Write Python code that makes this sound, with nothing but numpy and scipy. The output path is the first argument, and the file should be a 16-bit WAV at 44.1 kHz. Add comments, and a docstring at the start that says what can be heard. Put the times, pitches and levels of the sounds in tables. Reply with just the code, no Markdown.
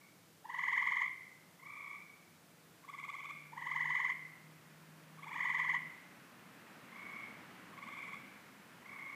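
"""A backyard at night, where three treefrogs trill in turn from the trees.
Each pulse of a trill is a short upward chirp of the larynx whose octave resonates in the vocal sac.
Hard surfaces return discrete echoes, and scattering in the yard adds a reverberant tail.
A distant car hums, then its tyres swell and fade, over the neighbourhood's rumble and a fine hiss."""
import sys
import numpy as np
from scipy import signal
from scipy.fft import rfft, irfft, next_fast_len
from scipy.io import wavfile
from scipy.ndimage import uniform_filter1d

SR = 44100
rng = np.random.default_rng(int(sys.argv[2]) if len(sys.argv) > 2 else 0)


def output_pcm(signal):
    """Save a mono or channel-first signal as 16-bit PCM at the path in sys.argv[1].

    Samples are clipped to [-1, 1] before scaling.
    """
    pcm = np.clip(np.atleast_2d(signal).T, -1, 1) * 32767
    wavfile.write(sys.argv[1], SR, np.round(pcm).astype(np.int16))


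N = 403515

# throat resonances of the high and fast frogs (frequency [Hz], gain [dB])
SHARED_THROAT = [(2300, -23), (2750, -5), (3100, -3), (3500, 0.5), (3900, -18), (4600, -17), (5300, -31),
                 (6500, -20), (7100, -21), (7700, -14.5), (8500, -32)]
# their rasp spectrum (frequency [Hz], relative level [dB])
SHARED_RASP = [(300, -27), (1400, 1), (2600, -1), (3400, 5), (4000, -7), (5200, -11), (6600, -7),
               (7150, -8), (7700, -0.5), (8400, -16), (12000, -23)]


def undb(db):
    """Decibels to amplitude ratio."""
    return 10 ** (np.asarray(db) / 20)


def unit(x):
    """Normalisation to rms 1."""
    return x / np.sqrt(np.mean(x ** 2))


def curves(table, at):
    """Linear interpolation of each column against the first."""
    first, *columns = np.transpose(table)
    return [np.interp(at, first, c) for c in columns]


def colour(x, points):
    """Minimum-phase filter through points (frequency [Hz], gain [dB])."""
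    size = next_fast_len(len(x) + 8192, True) // 2 * 2
    hz, db = np.transpose(points)
    bin_hz = np.arange(size // 2 + 1) * SR / size
    gain_db = np.interp(np.log(bin_hz + 1), np.log(hz), db)
    cepstrum = irfft(np.log(undb(gain_db)))
    cepstrum[1:size // 2] *= 2  # folding makes the response causal
    cepstrum[size // 2 + 1:] = 0
    return irfft(rfft(x, size) * np.exp(rfft(cepstrum)))[:len(x)]


def wander(rate):
    """Low-pass random modulation of rms 1."""
    hold = max(int(SR / rate), 1)
    steps = np.repeat(rng.standard_normal(N // hold + 1), hold)
    return unit(uniform_filter1d(uniform_filter1d(steps, hold), hold)[:N])


def night():
    """Stationary noise: town rumble and microphone hiss."""
    # noise floor (frequency [Hz], relative density [dB])
    spectrum = [(15, -67), (25, -36), (75, -23.5), (93, -10), (186, -1.5), (224, -10.5), (326, -4),
                (373, -11.5), (462, -10), (1120, -15.5), (1460, -17), (1910, -18), (2700, -20.5),
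                (3180, -19), (15000, -24)]
    return unit(colour(rng.standard_normal(N), spectrum)) * undb(-64.5)


def car():
    """An exhaust tone at the firing rate drops out as the throttle closes; rolling noise peaks later."""
    # exhaust note (time [s], firing rate [Hz], level [dB])
    engine = [(2.7, 160.6, -76), (2.83, 161.0, -78), (2.95, 150.0, -68.5), (3.48, 151.3, -67),
              (3.91, 152.8, -61), (3.95, 153.4, -67.5), (4.32, 155.4, -65), (4.35, 156.3, -77),
              (4.45, 155.7, -62), (4.63, 155.3, -66.5), (5.2, 157.9, -59), (5.31, 158.5, -66.5),
              (5.88, 156.4, -60.5), (5.93, 152.8, -88)]
    # tyre swell (time [s], level [dB])
    tyre_levels = [(0, -73.5), (2.5, -68.5), (4, -65.5), (4.8, -63), (6.3, -59.5), (6.8, -58), (7.4, -55),
                   (8, -57.5), (8.6, -59.5), (9.15, -59)]
    # tyre spectrum (frequency [Hz], relative level [dB])
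    tyre_colour = [(40, -33), (90, -13), (130, -3.5), (180, 5), (250, 2.5), (400, -6), (700, -6),
                   (1100, -3), (1700, -3.5), (2500, -7), (3500, -16.5), (5000, -24), (9000, -49)]
    t = np.arange(N) / SR
    hz, db = curves(engine, t)
    phase = 2 * np.pi * np.cumsum(hz * (1 + 0.0031 * wander(9.7))) / SR
    hum = np.sqrt(2) * np.sin(phase) * undb(db + 1.1 * wander(9))
    tyre_db, = curves(tyre_levels, t)
    tyres = unit(colour(rng.standard_normal(N), tyre_colour))
    return hum + tyres * undb(tyre_db + .5 * wander(6))


def yard(x, echoes, tail_db, t60, build_s):
    """Reverberation: direct sound, hard reflections and a decaying tail scattered by leaves and houses."""
    # filters of the reflections and of the diffuse tail (frequency [Hz], gain [dB])
    echo_colour = [(500, -13.5), (1100, -10), (1600, -11), (2000, -1), (2350, -5), (3100, -5), (7000, -7.5)]
    tail_colour = [(500, -6.5), (1050, -7.5), (1600, -9), (2150, 0.5), (2450, 2), (3100, -2.5),
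                   (7000, -9.5)]
    t = np.arange(SR) / SR
    taps = np.zeros(SR)
    for ms, db in echoes:
        taps[int(ms * SR / 1000)] += undb(db)
    tail = rng.standard_normal(SR) * undb(-60 * t / t60) * (1 - np.exp(-t / build_s))
    tail *= undb(tail_db) / np.linalg.norm(tail)
    response = colour(taps, echo_colour) + colour(tail, tail_colour)
    return x + signal.fftconvolve(x, response)[:N]


def trills(table, per_s, slowing, warmup_s, soft_db, sac_soft_db, flat):
    """Pulse trains start soft and flat; the slack relaxes exponentially as the sac inflates."""
    scatter_db, scatter_pitch = 1.3, 0.012
    pulses = []
    for first, last, db, sac_db, hz in table:
        progress = np.linspace(0, 1, int(round((last - first) * per_s)) + 1)
        elapsed = (last - first) * (progress - slowing * progress * (1 - progress))
        slack = np.exp(-elapsed / warmup_s)
        chance = rng.standard_normal((len(progress), 3)).T
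        pulses += zip(first + elapsed,
                      db + soft_db * slack + scatter_db * chance[0],
                      sac_db + sac_soft_db * slack + scatter_db * chance[1],
                      hz * (1 - flat * slack + scatter_pitch * chance[2]), slack)
    return pulses


def frog_voice(pulses, shape, throat, rasp_colour, overtone_db, rasp_db, jitter):
    """Source and filter: each push of the flanks sweeps the larynx upward; the sac favours the octave."""
    slack_db_per_ms = 0.3  # a weak push sounds only around its peak
    ms = np.arange(int(shape[0][0] * SR / 1000), int(shape[-1][0] * SR / 1000)) * 1000 / SR
    bend, fundamental_db, octave_db, edge_db = curves(shape, ms)
    waver = 1 + jitter * wander(900)
    tone, overtones, rasp_envelope = np.zeros((3, N))
    for onset, db, sac_db, hz, slack in pulses:
        at = int(onset * SR + ms[0] * SR / 1000) + np.arange(len(ms))
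        inside = (at >= 0) & (at < N)
        at = at[inside]
        pitch = hz * (1 + bend[inside] / 100) * waver[at]
        phase = 2 * np.pi * np.cumsum(pitch) / SR + rng.uniform(0, 2 * np.pi)
        taper_db = -slack_db_per_ms * slack * np.abs(ms[inside])
        fundamental = undb(db + fundamental_db[inside] + taper_db)
        octave = undb(sac_db + octave_db[inside] + taper_db)
        tone[at] += fundamental * np.cos(phase) - octave * np.cos(2 * phase)
        # harder pushes give stronger overtones
        overtones[at] += np.sqrt(fundamental * octave) * sum(np.cos(k * phase) for k in range(3, 8))
        rasp_envelope[at] += undb((db + sac_db) / 2 + edge_db[inside] + taper_db)
    rasp = rasp_envelope * unit(colour(rng.standard_normal(N), rasp_colour))
    return tone + undb(overtone_db) * colour(overtones, throat) + undb(rasp_db) * rasp


def fast_frog():
    """A faint, rapid pulse train with a low direct-to-reverberant ratio."""
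    # trills (start [s], end [s], fundamental [dB], octave [dB], pitch [Hz])
    calls = [(-0.25, 0.05, -71, -58, 1108), (1.599, 1.946, -54, -43.5, 1123),
             (6.893, 7.236, -55.5, -44, 1107), (8.829, 9.165, -55, -44, 1101)]
    # one pulse (time from peak [ms], bend [%], fundamental [dB], octave [dB], rasp [dB])
    shape = [(-13.5, -20, -25, -26, -27), (-7.5, -12.5, 0, -13, -4), (-2.5, 0.5, -3, -3, -7),
             (0, -0.5, -5.5, 0, 3), (3.5, 3, 7, -4, -2), (11.5, 9, -12, -39, -22)]
    # reflections (delay [ms], gain [dB])
    echoes = [(10, -13), (21, 1), (47, -7.5), (76, 0)]
    pulses = trills(calls, per_s=29.3, slowing=0, warmup_s=0.032, soft_db=-10, sac_soft_db=-13, flat=0.087)
    voice = frog_voice(pulses, shape, SHARED_THROAT, SHARED_RASP,
                       overtone_db=-20, rasp_db=-25.5, jitter=0.011)
    return undb(-0.5) * yard(voice, echoes, tail_db=0.9, t60=0.94, build_s=0.011)


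def high_frog():
    """The larynx with the highest fundamental, roughened by pulsed noise."""
    # trills (start [s], end [s], fundamental [dB], octave [dB], pitch [Hz])
    calls = [(2.849, 3.308, -43.5, -42, 1151), (5.193, 5.598, -45, -42, 1156),
             (7.739, 8.142, -46, -43.5, 1146)]
    # one pulse (time from peak [ms], bend [%], fundamental [dB], octave [dB], rasp [dB])
    shape = [(-23.5, -23, -37, -39, -23), (-17.5, -11.5, -3.5, -13.5, -1), (-12, -10.5, -20, -2.5, 0),
             (-9, -4.5, -6.5, 5, -6), (-2.5, -2.5, -3, -10, -1), (1.5, 2, 0, -2.5, 4.5),
             (5, 3, -2, -3, -18), (7, 9, -39, -24, -24)]
    # reflections (delay [ms], gain [dB])
    echoes = [(17, -9.5), (36, -13), (52, -7.5), (104, -14)]
    pulses = trills(calls, per_s=19.6, slowing=0.035, warmup_s=0.04,
                    soft_db=-3, sac_soft_db=-21, flat=0.048)
    voice = frog_voice(pulses, shape, SHARED_THROAT, SHARED_RASP,
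                       overtone_db=-14, rasp_db=-20.5, jitter=0.007)
    return undb(-0.85) * yard(voice, echoes, tail_db=-1.0, t60=1.0, build_s=0.014)


def near_frog():
    """The shortest path gives the loudest trills, with direct sound above the diffuse tail."""
    # trills (start [s], end [s], fundamental [dB], octave [dB], pitch [Hz])
    calls = [(0.457, 1.021, -34.5, -29, 1055), (3.535, 4.101, -36, -31, 1037),
             (5.272, 5.748, -35.5, -30.5, 1043)]
    # weak pulse after the first trill (time [s], fundamental [dB], octave [dB], pitch [Hz], slack [0-1])
    parting_pulse = (1.06, -42, -37.5, 1101.5, 0.5)
    # one pulse (time from peak [ms], bend [%], fundamental [dB], octave [dB], rasp [dB])
    shape = [(-21.5, -21.5, -36, -35, -16), (-17.5, -18, -24, -10, -3), (-10, -11.5, -6.5, -12.5, 0),
             (-5, -7, -8, -1, -0.5), (-1.5, -2, -1, 3.5, -2), (2.5, 3, 0, -3.5, -4.5),
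             (3, 10.5, -0.5, -10, 1), (9.5, 11.5, -21.5, -31, -26)]
    # throat resonances and rasp spectrum (frequency [Hz], gain [dB])
    throat = [(2300, -23.5), (2700, -9), (3070, -1.5), (3400, -1.5), (3900, -27), (5200, -25), (6200, -30),
              (6700, -18), (7200, -21), (8500, -29)]
    rasp = [(300, -21), (1400, 4.5), (2600, -0.5), (3200, 6), (3900, -4.5), (5000, -7), (6200, -8),
            (6700, 2), (7150, -15), (7600, -11.5), (8500, -19), (12000, -23)]
    # reflections (delay [ms], gain [dB])
    echoes = [(13.2, -2), (21.3, -1), (31, -10.5), (58, -19.5), (105, -22)]
    pulses = trills(calls, per_s=21.1, slowing=0.041, warmup_s=0.072,
                    soft_db=-9, sac_soft_db=-27.5, flat=0.111)
    pulses.append(parting_pulse)
    voice = frog_voice(pulses, shape, throat, rasp, overtone_db=-15.5, rasp_db=-25.5, jitter=0.013)
    return undb(-0.27) * yard(voice, echoes, tail_db=-3.5, t60=0.88, build_s=0.0029)


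def scene():
    """Superposition of the night air, the car and three frogs, in mono."""
    return (night() + car() + fast_frog() + high_frog() + near_frog())[None]


def record(dry):
    """Band limiting: an elliptic low-pass cuts the top treble steeply."""
    cutoff_hz = 15280
    return signal.sosfilt(signal.ellip(12, .1, 70, cutoff_hz, fs=SR, output="sos"), dry)


dry = scene()
out = record(dry)
output_pcm(out)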